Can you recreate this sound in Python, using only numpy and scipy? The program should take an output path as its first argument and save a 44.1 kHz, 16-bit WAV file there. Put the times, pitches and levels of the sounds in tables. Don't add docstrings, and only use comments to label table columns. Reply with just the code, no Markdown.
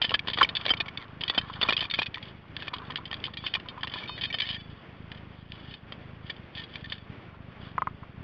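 import sys
import numpy as np
from scipy import signal
from scipy.fft import rfft, irfft, next_fast_len
from scipy.io import wavfile

SR = 44100
rng = np.random.default_rng(int(sys.argv[2]) if len(sys.argv) > 2 else 0)


def to_wav(s):
    ch = np.atleast_2d(s).T
    pcm = np.round(np.clip(ch, -1, 1) * 32767)
    wavfile.write(sys.argv[1], SR, pcm.astype(np.int16))


def linear_from_db(decibels):
    return 10 ** (np.asarray(decibels, float) / 20)


N = 362943


def at_hz(points, hz):
    point_hz, point_db = np.transpose(points)
    return np.interp(np.log(hz + 1), np.log(point_hz), point_db)


def coloured(x, spectrum):
    size = next_fast_len(N)
    gain = linear_from_db(at_hz(spectrum, np.fft.rfftfreq(size, 1 / SR)))
    y = irfft(rfft(x, size) * gain, size)[:N]
    return y / np.std(y)


def drift(rate_hz):
    r = np.exp(-2 * np.pi * rate_hz / SR)
    slow = signal.lfilter([1], [1, -2 * r, r * r], rng.standard_normal(N + SR))[SR:]
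    return slow / np.std(slow)


def ring(clicks, hz, t60):
    r = linear_from_db(-60 / (t60 * SR))
    w = 2 * np.pi * hz / SR
    return signal.lfilter([0, np.sin(w)], [1, -2 * r * np.cos(w), r * r], clicks + 1e-18)


def add(out, s, piece):
    i = round(s * SR)
    out[i:i + len(piece)] += piece[:N - i]


def catches(per_s, lumpy_db):
    size_db = 3.7 * np.minimum(rng.exponential(1, N), 3)
    sizes = linear_from_db(size_db) * rng.choice([-1, 1], N)
    caught = rng.random(N) < per_s / SR
    return sizes * caught * linear_from_db(lumpy_db * drift(19.5))


def level(moves, rise_db_s, fall_db_s, rest_db):
    t = np.arange(0, N, 32) / SR
    db = rest_db
    for s, held, top_db in moves:
        before, after = np.maximum(s - t, 0), np.maximum(t - s - held, 0)
        db = np.maximum(db, top_db - rise_db_s * before - fall_db_s * after)
    return linear_from_db(np.interp(np.arange(N) / SR, t, db))


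# pitch [Hz], level [dB per Hz].
AIR = [(15, -36.5), (25, -10), (43, -24), (126, -6), (288, -11), (501, -16), (1020, -20.5), (2350, -21.5),
       (3480, -28), (4500, -43.5)]
AIR_DB = -50.5


def air():
    gusts = linear_from_db(AIR_DB + 2.0 * drift(3.4))
    return gusts * coloured(rng.standard_normal(N), AIR)


# time [s], how far it is ahead of the steady rate [firings].
ENGINE_LEAD = [(0, -.33), (.9, -.58), (2.1, -.29), (2.7, .13), (3.3, -.07), (5.4, -.15), (6.0, .57),
               (6.9, .36), (7.8, .37), (8.3, .25)]
FIRINGS_PER_S, ENGINE_DB = 26, -33.5
NEARER_S, NEARER_DB = 7.6, 2


def engine(jitter_s, weak_share, weak_db):
    s, lead = np.transpose(ENGINE_LEAD)
    count = FIRINGS_PER_S * s + lead
    chance = rng.standard_normal((int(count[-1]) + 1, 2))
    weak = rng.random(len(chance)) < weak_share
    times = np.interp(np.arange(len(chance)), count, s) + jitter_s * chance[:, 0]
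    firing_db = ENGINE_DB + NEARER_DB * (times > NEARER_S) + weak_db * weak + 2.2 * chance[:, 1]
    clicks = np.zeros(N)
    clicks[np.clip((times * SR).astype(int), 0, N - 1)] = linear_from_db(firing_db)

    t = np.arange(-SR // 50, SR // 50) / SR
    pulse = 0.69 * np.exp(-((t - .0003) / 0.0064) ** 2)
    pulse = pulse - 1.316 * np.exp(-(t / 0.0016) ** 2)
    return signal.fftconvolve(clicks, pulse - pulse.mean(), "same")


# start [s], time held [s], level [dB].
GRIPS = [
    (0, 0.022, -55),
    (.45, 0.56, -50),
    (1.35, 0.36, -47.5),
    (2.75, 0.13, -50),
    (3.7, 0.33, -54.5),
    (4.7, 0.25, -59.5),
    (7.33, .01, -58),
    (7.65, 0.012, -57),
]


def rustle():
    grains = catches(per_s=1800, lumpy_db=3.0)
    wood = ring(grains, 1138, 0.02) + ring(grains, 1370, 0.011) + 0.1 * ring(grains, 700, 0.00094)
    loudness = level(GRIPS, rise_db_s=53, fall_db_s=31.5, rest_db=-63.5)
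    return loudness * wood / np.std(wood)


# start [s], level [dB], loudest ring [Hz], time held [s].
DRIVEN = [(0.0431, -20.5, 3076, 0.0084), (0.1406, -9.5, 3140, 0.0057), (0.4135, -2, 1090, 0.006),
          (0.4283, -7, 2300, .002), (0.7036, -9, 3125, 0.014), (0.8017, -21, 2460, 0.0088),
          (0.882, -33, 2230, 0.0058), (1.3771, -10.5, 3113, 0.01), (1.6284, -11.5, 3510, 0.0075),
          (1.688, -12, 2400, 0.009), (1.7865, -35, 3100, 0.013), (1.826, -25.5, 2490, 0.0029),
          (1.988, -13.5, 2433, 0.008), (2.627, -34.5, 2570, 0.003), (2.7337, -26, 1012, 0.0054),
          (2.906, -40, 3230, 0.0062), (2.9, -30, 1030, 0.0069), (3.336, -36, 3460, 0.005),
          (3.55, -22, 2420, 0.0063), (3.781, -42, 1044, 0.021), (3.872, -26.5, 2780, 0.001),
          (4.004, -44, 2330, 0.0065), (4.016, -42, 2330, 0.006), (4.057, -46, 2330, 0.0063),
          (4.187, -37, 2300, .003), (4.036, -42, 2280, 0.008), (4.1778, -35.5, 1950, .003),
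          (4.301, -34.5, 1883, 0.01), (4.341, -25.5, 3060, 0.0083), (5.9221, -29, 3200, 0.00091),
          (6.297, -29.5, 1820, 0.0057), (6.921, -26.5, 3490, 0.0029)]
# start [s], level [dB], loudest ring [Hz], time held [s].
LEANED = [(.3412, -23, 3410, 0.0041), (.4297, -8.5, 3080, 0.0085), (.5683, -17, 3550, 0.0013),
          (.611, -30, 3200, .002), (.769, -35, 3060, 0.0079), (1.7665, -14, 3250, 0.004),
          (1.84, -28, 3140, 0.0026), (1.8516, -28.5, 2400, 0.0033), (1.9375, -21, 3220, 0.0082),
          (2.0638, -27, 2480, 0.002), (2.1422, -25.5, 2360, 0.0031), (2.2265, -32.5, 3280, 0.0057),
          (2.764, -39, 3290, .002), (2.9688, -34, 3480, 0.0025), (3.0545, -29, 3100, 0.0042),
          (3.1415, -27, 3270, 0.0012), (3.228, -55, 3180, 0.0017), (3.24, -20.5, 3070, 0.0011),
          (3.2505, -36, 3270, 0.013), (3.9164, -34.5, 3090, 0.0069), (4.076, -37, 3640, 0.022),
          (4.2456, -27, 3254, 0.013), (4.4052, -22.5, 3260, 0.002), (4.482, -32, 3060, 0.0048),
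          (4.489, -23, 2980, 0.0066), (4.4005, -21, 3400, 0.003), (4.499, -36, 3030, 0.0036),
          (4.527, -34, 3050, 0.0065), (4.465, -34, 3000, 0.009), (4.6, -42.5, 3030, 0.012),
          (.6925, -19, 3190, 0.0043), (1.6172, -32, 3150, 0.0018), (4.5048, -27, 2970, 0.0032),
          (4.5353, -34, 3210, 0.02), (4.563, -35, 1810, 0.0098), (6.364, -39.5, 3100, 0.0027),
          (6.579, -33, 3380, 0.0058), (6.842, -39.5, 1800, 0.008), (6.856, -39.5, 1830, 0.0036),
          (6.58, -42, 1820, 0.03), (6.553, -39, 3460, 0.0035), (6.596, -34.5, 3420, 0.005),
          (6.572, -31, 3310, 0.0028), (6.8985, -35, 3630, 0.0017)]
# start [s], level [dB], loudest ring [Hz], time held [s].
MORE_TOUCHES = [(0.4109, -7, 1452, 0.0025), (.142, -18.5, 1697, 0.0088), (.05, -23, 3090, 0.0061),
                (.261, -50.5, 3360, .002), (1.3775, -18.5, 3108, 0.012), (1.96, -51, 3640, .02),
                (2.612, -46, 1760, .02), (2.7367, -27.5, 3290, 0.0064), (2.783, -39.5, 3190, 0.0026),
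                (2.85, -46, 3400, 0.0053), (2.866, -49.5, 3640, 0.016), (3.075, -42, 3230, 0.0024),
                (3.115, -48, 1790, 0.017), (3.153, -43, 3240, .002), (3.165, -45, 3250, 0.0071),
                (3.2245, -49, 3060, .002), (3.252, -32.5, 3070, 0.0027), (3.44, -36, 3510, 0.018),
                (3.846, -33, 3400, .003), (3.94, -39, 1784, 0.012), (3.975, -38.5, 1760, 0.017),
                (4.44, -36, 1830, 0.011), (4.51, -31, 3120, .003), (4.545, -33, 3200, 0.0024),
                (6.3, -29.5, 3410, 0.0059), (6.93, -54, 3410, 0.023)]
# start [s], level [dB], loudest ring [Hz], time to fall 60 dB [s].
RAM_BOUNCES = [(.0155, -23.5, 3450, 0.059), (.1074, -17, 2760, 0.013), (.2728, -19, 3350, 0.025),
               (.2825, -17, 3460, 0.028), (.2995, -25.5, 3440, 0.059), (.3083, -36, 3240, 0.01),
               (.374, -26, 3000, 0.04), (.3858, -12.5, 3410, 0.025), (.4455, -22, 2400, 0.03),
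               (.4898, -22.5, 3640, 0.046), (.6538, -19.5, 2350, 0.025), (.6625, -17, 3320, 0.037),
               (.6812, -21.5, 2250, 0.11), (.7365, -15.5, 2254, 0.027), (1.2975, -11.5, 3493, 0.042),
               (1.347, -26.5, 3400, 0.092), (1.614, -14, 3210, 0.026), (1.7052, -14.5, 2900, 0.029),
               (1.7245, -13.5, 3320, 0.03), (1.8107, -30, 3270, 0.092), (2.0178, -13, 2520, 0.023)]
# start [s], level [dB], loudest ring [Hz], 60 dB fall [s].
STOW_BOUNCES = [(2.5982, -42.5, 3140, 0.13), (2.6801, -18.5, 2405, 0.025), (3.113, -23, 3120, 0.017),
                (3.129, -23.5, 3320, 0.025), (3.271, -28.5, 3200, 0.015), (3.5985, -33, 2780, 0.046),
                (3.808, -39, 3060, 0.085), (3.8314, -20, 3210, 0.039), (3.938, -24, 3425, 0.061),
                (5.1165, -33, 3170, 0.04), (5.147, -46, 3220, 0.067), (5.175, -40, 3090, 0.05)]
# start [s], level [dB], loudest ring [Hz], time to fall 60 dB [s].
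RAM_CLINKS = [(.0312, -20, 3060, 0.076), (.093, -23.5, 2860, 0.049), (.192, -15.5, 2320, 0.023),
              (.333, -22.5, 3110, 0.05), (.5516, -18.5, 3540, 0.06), (.859, -39, 3370, 0.081),
              (.9737, -20.5, 2230, 0.031), (1.2087, -23.5, 3030, 0.042), (1.2363, -17, 3150, 0.019),
              (1.279, -20.5, 3300, 0.065), (1.4126, -39.5, 1710, 0.16), (1.53, -39, 3540, 0.13),
              (1.731, -17, 2520, 0.044), (1.7775, -16.5, 3010, 0.014), (1.8063, -15, 3120, 0.028),
              (1.899, -33, 3220, 0.06), (1.911, -21.5, 3600, 0.05), (1.981, -32, 3130, .08),
              (2.029, -21, 2520, 0.035), (2.1563, -27, 1940, 0.026)]
# start [s], level [dB], loudest ring [Hz], 60 dB fall [s].
STOW_CLINKS = [(2.5657, -21.5, 3290, 0.019), (2.9579, -14, 3240, 0.016), (3.2016, -36.5, 3290, 0.02),
               (3.371, -26.5, 3270, 0.062), (3.4651, -22.5, 3110, 0.052), (3.4751, -24, 2550, 0.031),
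               (3.5382, -23, 2940, 0.087), (3.6858, -28, 3640, 0.065), (4.2105, -25.5, 3080, 0.11),
               (4.236, -22, 3200, 0.062), (4.327, -27.5, 3060, 0.066), (4.385, -20.5, 3360, 0.037),
               (4.419, -19.5, 3080, 0.095), (4.4542, -32, 3380, 0.06), (5.52, -30.5, 2970, 0.02),
               (5.739, -30, 3640, 0.023), (6.5507, -36, 3510, 0.097), (6.638, -37, 3320, 0.06),
               (6.808, -44, 3300, 0.092), (6.962, -47, 3430, .03), (6.98, -42, 1800, 0.046),
               (6.712, -53, 3320, .05), (5.71, -39, 3050, 0.076), (6.265, -42.5, 3190, .04),
               (6.738, -42, 3140, 0.088), (6.756, -24.5, 2345, 0.028)]
# start [s], level [dB], pitch [Hz], time to fall 60 dB [s].
KNOCKS = [(.117, -21, 1100, 0.04), (.4002, -30, 1010, 0.1), (1.499, -36, 1060, 0.024),
          (1.649, -37, 1103, 0.16), (2.1722, -26.5, 1036, 0.039), (2.819, -31.5, 1010, 0.052),
          (2.9848, -32.5, 990, 0.062), (3.28, -31, 1053, 0.044), (3.4392, -27.5, 1060, 0.044),
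          (3.6584, -34.5, 1000, 0.075), (3.9607, -41, 1003, 0.092), (4.0936, -26, 1006, 0.057)]
# start [s], level [dB], loudest ring [Hz].
TICKS = [(0.0168, -11, 3150), (0.0665, -34, 3020), (0.3093, -26.5, 3160), (0.6336, -39.5, 3110),
         (1.081, -47, 2980), (1.024, -42, 1810), (1.2129, -22.5, 3290), (1.3377, -34.5, 1780),
         (1.4126, -31, 1820), (1.5376, -31.5, 3110), (1.5566, -37, 1790), (1.7912, -21, 3000),
         (1.955, -28, 2330), (2.0594, -26.5, 2910), (2.1805, -31, 1890), (2.602, -33.5, 3210),
         (2.6225, -25.5, 1660), (2.6602, -43, 2430), (2.6716, -34, 1670), (2.9044, -29, 3390),
         (2.9198, -35.5, 1830), (2.9572, -37, 3300), (2.967, -28.5, 3240), (3.265, -27, 3210),
         (3.371, -32.5, 3120), (3.463, -25, 3080), (3.5378, -16.5, 3170), (3.897, -33, 3080),
         (3.9855, -28.5, 3630), (4.5216, -34, 3240), (6.618, -38, 3300)]
# start [s], level [dB], loudest ring [Hz].
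MORE_TICKS = [(.0222, -17, 3180), (.1165, -26, 520), (.151, -19, 3150), (.2905, -28, 3450),
              (.3985, -25, 3400), (.526, -38, 1030), (.665, -25, 3950), (.8075, -27, 3950),
              (.8595, -33, 2300), (1.6185, -20, 3250), (1.6945, -19, 2900), (1.7235, -24, 1000),
              (1.8135, -24, 3150), (1.899, -29, 3650), (1.9935, -15, 3200), (2.255, -40, 3300),
              (2.281, -42, 3200), (2.5675, -31, 1720), (2.9735, -26, 3300), (3.8765, -29, 3000),
              (4.2215, -33, 1830), (4.2535, -31, 1810), (4.5015, -27, 3100), (5.1175, -34, 1650),
              (5.555, -43, 2950), (5.7395, -33, 3070), (6.9275, -32, 1800)]
# start [s], level [dB], pitch [Hz].
TAPS = [(0.2487, -38.5, 1030), (0.281, -28.5, 1040), (0.316, -38, 1030), (0.3319, -39.5, 734),
        (0.3735, -24.5, 1215), (0.6026, -36, 1010), (0.6524, -33, 690), (0.6627, -24, 590),
        (0.6892, -32, 600), (0.798, -33, 1290), (0.8055, -27, 707), (1.229, -35, 960), (1.3296, -37, 1010),
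        (1.4463, -38, 1060), (1.4991, -28, 1060), (1.6272, -23.5, 1300), (1.647, -29.5, 1020),
        (1.6527, -25, 1020), (1.6873, -16, 1116), (1.7759, -34, 1207), (1.813, -35, 1510),
        (1.8205, -30, 1020), (1.9112, -36, 1100), (1.9372, -30, 1350), (3.108, -34.5, 1070),
        (3.567, -30, 1060), (3.7768, -29.5, 990), (3.841, -25, 1045), (3.958, -29, 1010),
        (4.024, -32.5, 1020)]
HARD_THUD_DB, LIGHT_THUD_DB, KNOCK_THUD_DB, TAP_THUD_DB = -5, -19, -1, -5
HELD_T60_S, TICK_T60_S, TAP_T60_S = 0.036, 0.028, 0.035
JAMMED_DB, JAMMED_T60_S = -14.2, .016
BOUNCE_S = 0.00071


def contacts():
    touches = []
    for rows, thud_db in [(DRIVEN, HARD_THUD_DB), (LEANED, LIGHT_THUD_DB)]:
        for s, db, hz, held in rows:
            t60 = JAMMED_T60_S if db > JAMMED_DB else HELD_T60_S
            touches.append((s, db, hz, thud_db, held, t60))
    loose = [(RAM_BOUNCES, HARD_THUD_DB), (STOW_BOUNCES, HARD_THUD_DB),
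             (RAM_CLINKS, LIGHT_THUD_DB), (STOW_CLINKS, LIGHT_THUD_DB), (KNOCKS, KNOCK_THUD_DB)]
    for rows, thud_db in loose:
        touches += [(s, db, hz, thud_db, BOUNCE_S, t60) for s, db, hz, t60 in rows]
    touches += [(s, db, hz, LIGHT_THUD_DB, BOUNCE_S, TICK_T60_S) for s, db, hz in TICKS]
    touches += [(s, db, hz, TAP_THUD_DB, 2 * BOUNCE_S, TAP_T60_S) for s, db, hz in TAPS]
    touches += [(s, db, hz, LIGHT_THUD_DB, held, HELD_T60_S) for s, db, hz, held in MORE_TOUCHES]
    touches += [(s, db, hz, LIGHT_THUD_DB, BOUNCE_S, TICK_T60_S) for s, db, hz in MORE_TICKS]
    for k in range(6):
        touches.append((.9975 + .0087 * k, -41, 2300 - 110 * k, LIGHT_THUD_DB, BOUNCE_S, TICK_T60_S))
    return touches


# pitch [Hz], level [dB], time to fall 60 dB [s].
ROD = [(2523, -2.5, 0.36), (3060, 0, 0.64), (3640, 2, 0.97)]
# pitch [Hz], level [dB], time to fall 60 dB [s].
ROD_END = [(2330, -0.5, 0.12), (3410, 4, 0.9)]
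# pitch [Hz], level [dB], time to fall 60 dB [s].
BARREL = [(1811, 3.5, 0.28), (2250, -15, .1), (1060, -7.5, 0.11)]
# pitch [multiple of loudest ring], level [dB].
OVERTONES = [(1.57, -8), (2.3, -26)]
# pitch [Hz], level [dB per Hz].
CRACK = [(180, -41), (300, -15.5), (776, -36.5), (1060, -18), (2030, 0), (2680, -3), (3120, 10), (4500, -5)]
LIGHT_BARREL_DB = -5.5


def hits(crack_db, others_db, spread_db, detune, knock_db):
    out = np.zeros(N)
    t = np.arange(SR // 5) / SR
    modes = np.array(ROD + ROD_END + BARREL)
    grit = coloured(rng.standard_normal(N), CRACK)
    wood_band = signal.butter(2, [180, 1500], "band", fs=SR, output="sos")
    wood = signal.sosfilt(wood_band, rng.standard_normal(N))
    chatter = drift(68)
    chance = rng.standard_normal((300, 3, len(modes)))

    def sine(hz):
        return np.sin(2 * np.pi * hz * t)

    for (s, db, hz, thud_db, held, t60), (strength, shift, phase) in zip(contacts(), chance):
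        now = slice(round(s * SR), round(s * SR) + len(t))
        rise = 1 - np.exp(-t / 0.00057)
        shape = rise * linear_from_db(-60 * np.maximum(t - held, 0) / max(t60, .01))
        low = hz < 1500

        pitches = modes[:, 0] * (1 + detune * shift)
        barrel_db = LIGHT_BARREL_DB * (modes[:, 0] < 2000) * (thud_db == LIGHT_THUD_DB)
        gains = linear_from_db(modes[:, 1] + others_db + spread_db * strength + barrel_db)
        others = gains @ np.sin(2 * np.pi * np.outer(pitches, t) + 2 * phase[:, None])
        rough = np.exp(-held / .006 * (db > -17))
        overtones = sum(linear_from_db(g) * sine(k * hz) for k, g in OVERTONES)
        others = rough * others + (1 - rough) * overtones

        crack = rough * linear_from_db(crack_db) * grit[now] * (.5 + 1.5 * np.exp(-t / .003))
        steel = linear_from_db(knock_db * low) * (others + crack)
        thud = linear_from_db(thud_db + 9.5 - 5.6 * low) * wood[now] * (0.36 + np.exp(-t / 0.0028))
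        hollow = sine(1.4 * hz) * np.exp(-t / 0.0071)
        hollow = hollow + 1.8 * sine(1.2 * hz) * np.exp(-t / 0.015)
        hollow = hollow + 0.46 * sine(2.3 * hz) * np.exp(-t / 0.007)
        tone = sine(hz) + 0.49 * low * hollow + steel + thud

        loose_db = np.clip((-10 - db) / 4, .5, 2) * np.minimum(t / .004, 1)
        add(out, s, linear_from_db(db - 4.0 + loose_db * chatter[now]) * shape * tone)
    return out


def jolts():
    out = np.zeros(N)
    t = np.arange(SR // 10) / SR / 0.0057
    swing = t * np.exp(-t) * np.sin(2 * t) * 5
    for s, db, hz, held in DRIVEN:
        add(out, s, linear_from_db(db - 33.5) * (hz > 1500) * swing)
    return out


# start [s], time held [s], level [dB].
STROKES = [(.1, 0.031, -43), (.4, 0.025, -32.5), (.6, 0.094, -42), (1.0, 0.032, -59), (1.24, 0.072, -47.5),
           (1.48, 0.088, -48.5), (1.64, 0.066, -36), (1.78, 0.055, -40.5), (2.0, 0.011, -37),
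           (2.23, 0.073, -52.5), (2.57, 0.11, -50), (3.12, 0.045, -61), (3.27, .01, -59),
           (3.46, 0.0072, -37.5), (3.94, 0.093, -41.5), (4.19, 0.052, -43), (4.4, 0.15, -44.5),
           (4.68, 0.13, -56.5), (5.145, 0.038, -55), (5.3, .22, -58.5), (5.52, 0.094, -48.5),
           (5.63, 0.12, -50), (6.29, 0.012, -44.5), (6.56, 0.075, -48), (6.69, 0.1, -52),
           (6.91, 0.038, -45), (7.62, 0.095, -52.5)]
BORE_HZ, BORE_SHARE = 3380, 0.31


def slide():
    grains = catches(per_s=2400, lumpy_db=2.5)
    steel = sum(linear_from_db(db) * ring(grains, hz, min(.13 * t60, .03)) for hz, db, t60 in ROD + ROD_END + BARREL)
    high = signal.butter(2, 1800, "high", fs=SR, output="sos")
    hiss = signal.sosfilt(high, coloured(grains, CRACK))
    bore = ring(grains, BORE_HZ, 0.012)
    scrape = .7 * steel / np.std(steel) + .8 * hiss + BORE_SHARE * bore / np.std(bore)
    return level(STROKES, rise_db_s=356.5, fall_db_s=347, rest_db=-64) * scrape


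# start [s], level [dB], pitch [Hz], length [s].
HUMS = [
    (4.3, -32, 2320, 0.017),
    (4.032, -34.5, 2300, 0.014),
    (4.054, -39, 2350, .013),
    (.4445, -22, 2300, .011),
    (3.112, -36.5, 1800, 0.032),
]


def hums():
    out = np.zeros(N)
    for s, db, hz, length in HUMS:
        t = np.arange(round(length * SR)) / SR
        swell = np.sin(np.pi * t / length)
        add(out, s, linear_from_db(db) * swell * np.sin(2 * np.pi * hz * t))
    return out


# start [s], level [dB], stopped after [s], short free end [0-1].
RINGS = [(3.29, -54, .04, 1), (3.38, -44, .06, 1), (3.49, -53, .045, 0), (3.945, -49, .1, 0),
         (3.945, -46, .1, 1), (4.078, -43, .098, 0), (4.255, -46, .045, 0), (4.345, -46, .04, 0),
         (4.57, -52, .12, 1), (5.74, -48, .02, 0), (6.995, -58, .07, 1), (6.93, -49, .045, 1),
         (1.213, -50, .025, 0), (1.243, -49, .036, 0), (1.958, -45, .026, 0), (1.672, -42, .017, 0)]
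WAVER_HZ, WAVER_SHARE = 17, .35


def free_rings():
    out = np.zeros(N)
    for s, db, length, short in RINGS:
        t = np.arange(round(length * SR)) / SR
        to_stop = (length - t) / (1 + 8 * short)
        edge = np.minimum(1, np.minimum(t, to_stop) / 0.0088)
        for hz, mode_db, t60 in (ROD_END if short > .5 else ROD):
            fade = linear_from_db(db + mode_db - 60 * t / (2 * t60))
            waver = 1 + WAVER_SHARE * np.sin(2 * np.pi * WAVER_HZ * hz / 3000 * t + hz)
            add(out, s, fade * edge * waver * np.sin(2 * np.pi * hz * t + hz))
    return out


# start [s], peak level [dB].
LOCK = [
    (7.7808, -6),
    (7.8201, -7),
    (7.8717, -10),
    (8.032, -28.5),
]
# pitch [Hz], level [dB], time to fall 60 dB [s].
STOCK = [(1060, 2, 0.035), (1248, -4, 0.068), (1360, -10, 0.016), (2000, -7.5, 0.017), (500, -19, 0.038)]


def lock(held_s, damped_t60, soft_hz):
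    out = np.zeros(N)
    t = np.arange(SR // 10) / SR
    body = sum(linear_from_db(db - 60 * t / t60) * np.sin(2 * np.pi * hz * t) for hz, db, t60 in STOCK)
    seated = .3 + .7 * linear_from_db(-60 * np.maximum(t - held_s, 0) / damped_t60)
    soft_edge = 1 - np.exp(-(t / 0.00033) ** 2)
    for s, db in LOCK:
        add(out, s, -linear_from_db(db - 10.0) * body * seated * soft_edge)
    return signal.sosfilt(signal.butter(2, soft_hz, fs=SR, output="sos"), out)


def scene():
    steel = hits(crack_db=-2.5, others_db=-10.0, spread_db=2.0, detune=0.033, knock_db=-13.0)
    steel = steel + free_rings() + hums() + slide()
    click = lock(held_s=.0072, damped_t60=.006, soft_hz=3000)
    thumps = engine(jitter_s=.0025, weak_share=0.17, weak_db=-11.5)
    return (steel + jolts() + rustle() + click + thumps + air())[None]


# pitch [Hz], level [dB].
MIRROR = [(3900, -20.5), (4020, -1.5), (4360, -6.5), (4950, -17.5), (5500, -27), (6200, -38.5),
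          (7000, -53.5), (8000, -75.5), (11000, -61.5), (14000, -70)]
RECORDER_RATE_HZ = 8000


def mirror_image(x):
    folded = 2 * x * np.cos(2 * np.pi * RECORDER_RATE_HZ * np.arange(N) / SR)
    folded = folded * np.minimum(1, np.arange(N, 0, -1) / 200)
    size = next_fast_len(N + SR)
    leak = linear_from_db(at_hz(MIRROR, np.fft.rfftfreq(size, 1 / SR)))
    return irfft(rfft(folded, size) * leak, size)[:, :N]


def low_pass(x):
    return signal.sosfilt(signal.butter(12, 16400, fs=SR, output="sos"), x)


def record(dry):
    early = np.roll(dry, -29)
    x = .36 * np.tanh(early / .36)
    x = signal.sosfilt(signal.cheby1(10, .5, 3995, fs=SR, output="sos"), x)
    x = signal.sosfilt(signal.butter(4, 3750, fs=SR, output="sos"), x)
    x = signal.sosfilt(signal.butter(2, 42, "high", fs=SR, output="sos"), x)
    x = x + mirror_image(x)
    last_digit_hiss = linear_from_db(-98) * rng.standard_normal(N)
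    stray_sample = linear_from_db(-27) * (np.arange(N) == round(.4325 * SR))
    mix = x + last_digit_hiss - stray_sample
    return low_pass(mix)


dry = scene()
out = record(dry)
to_wav(out)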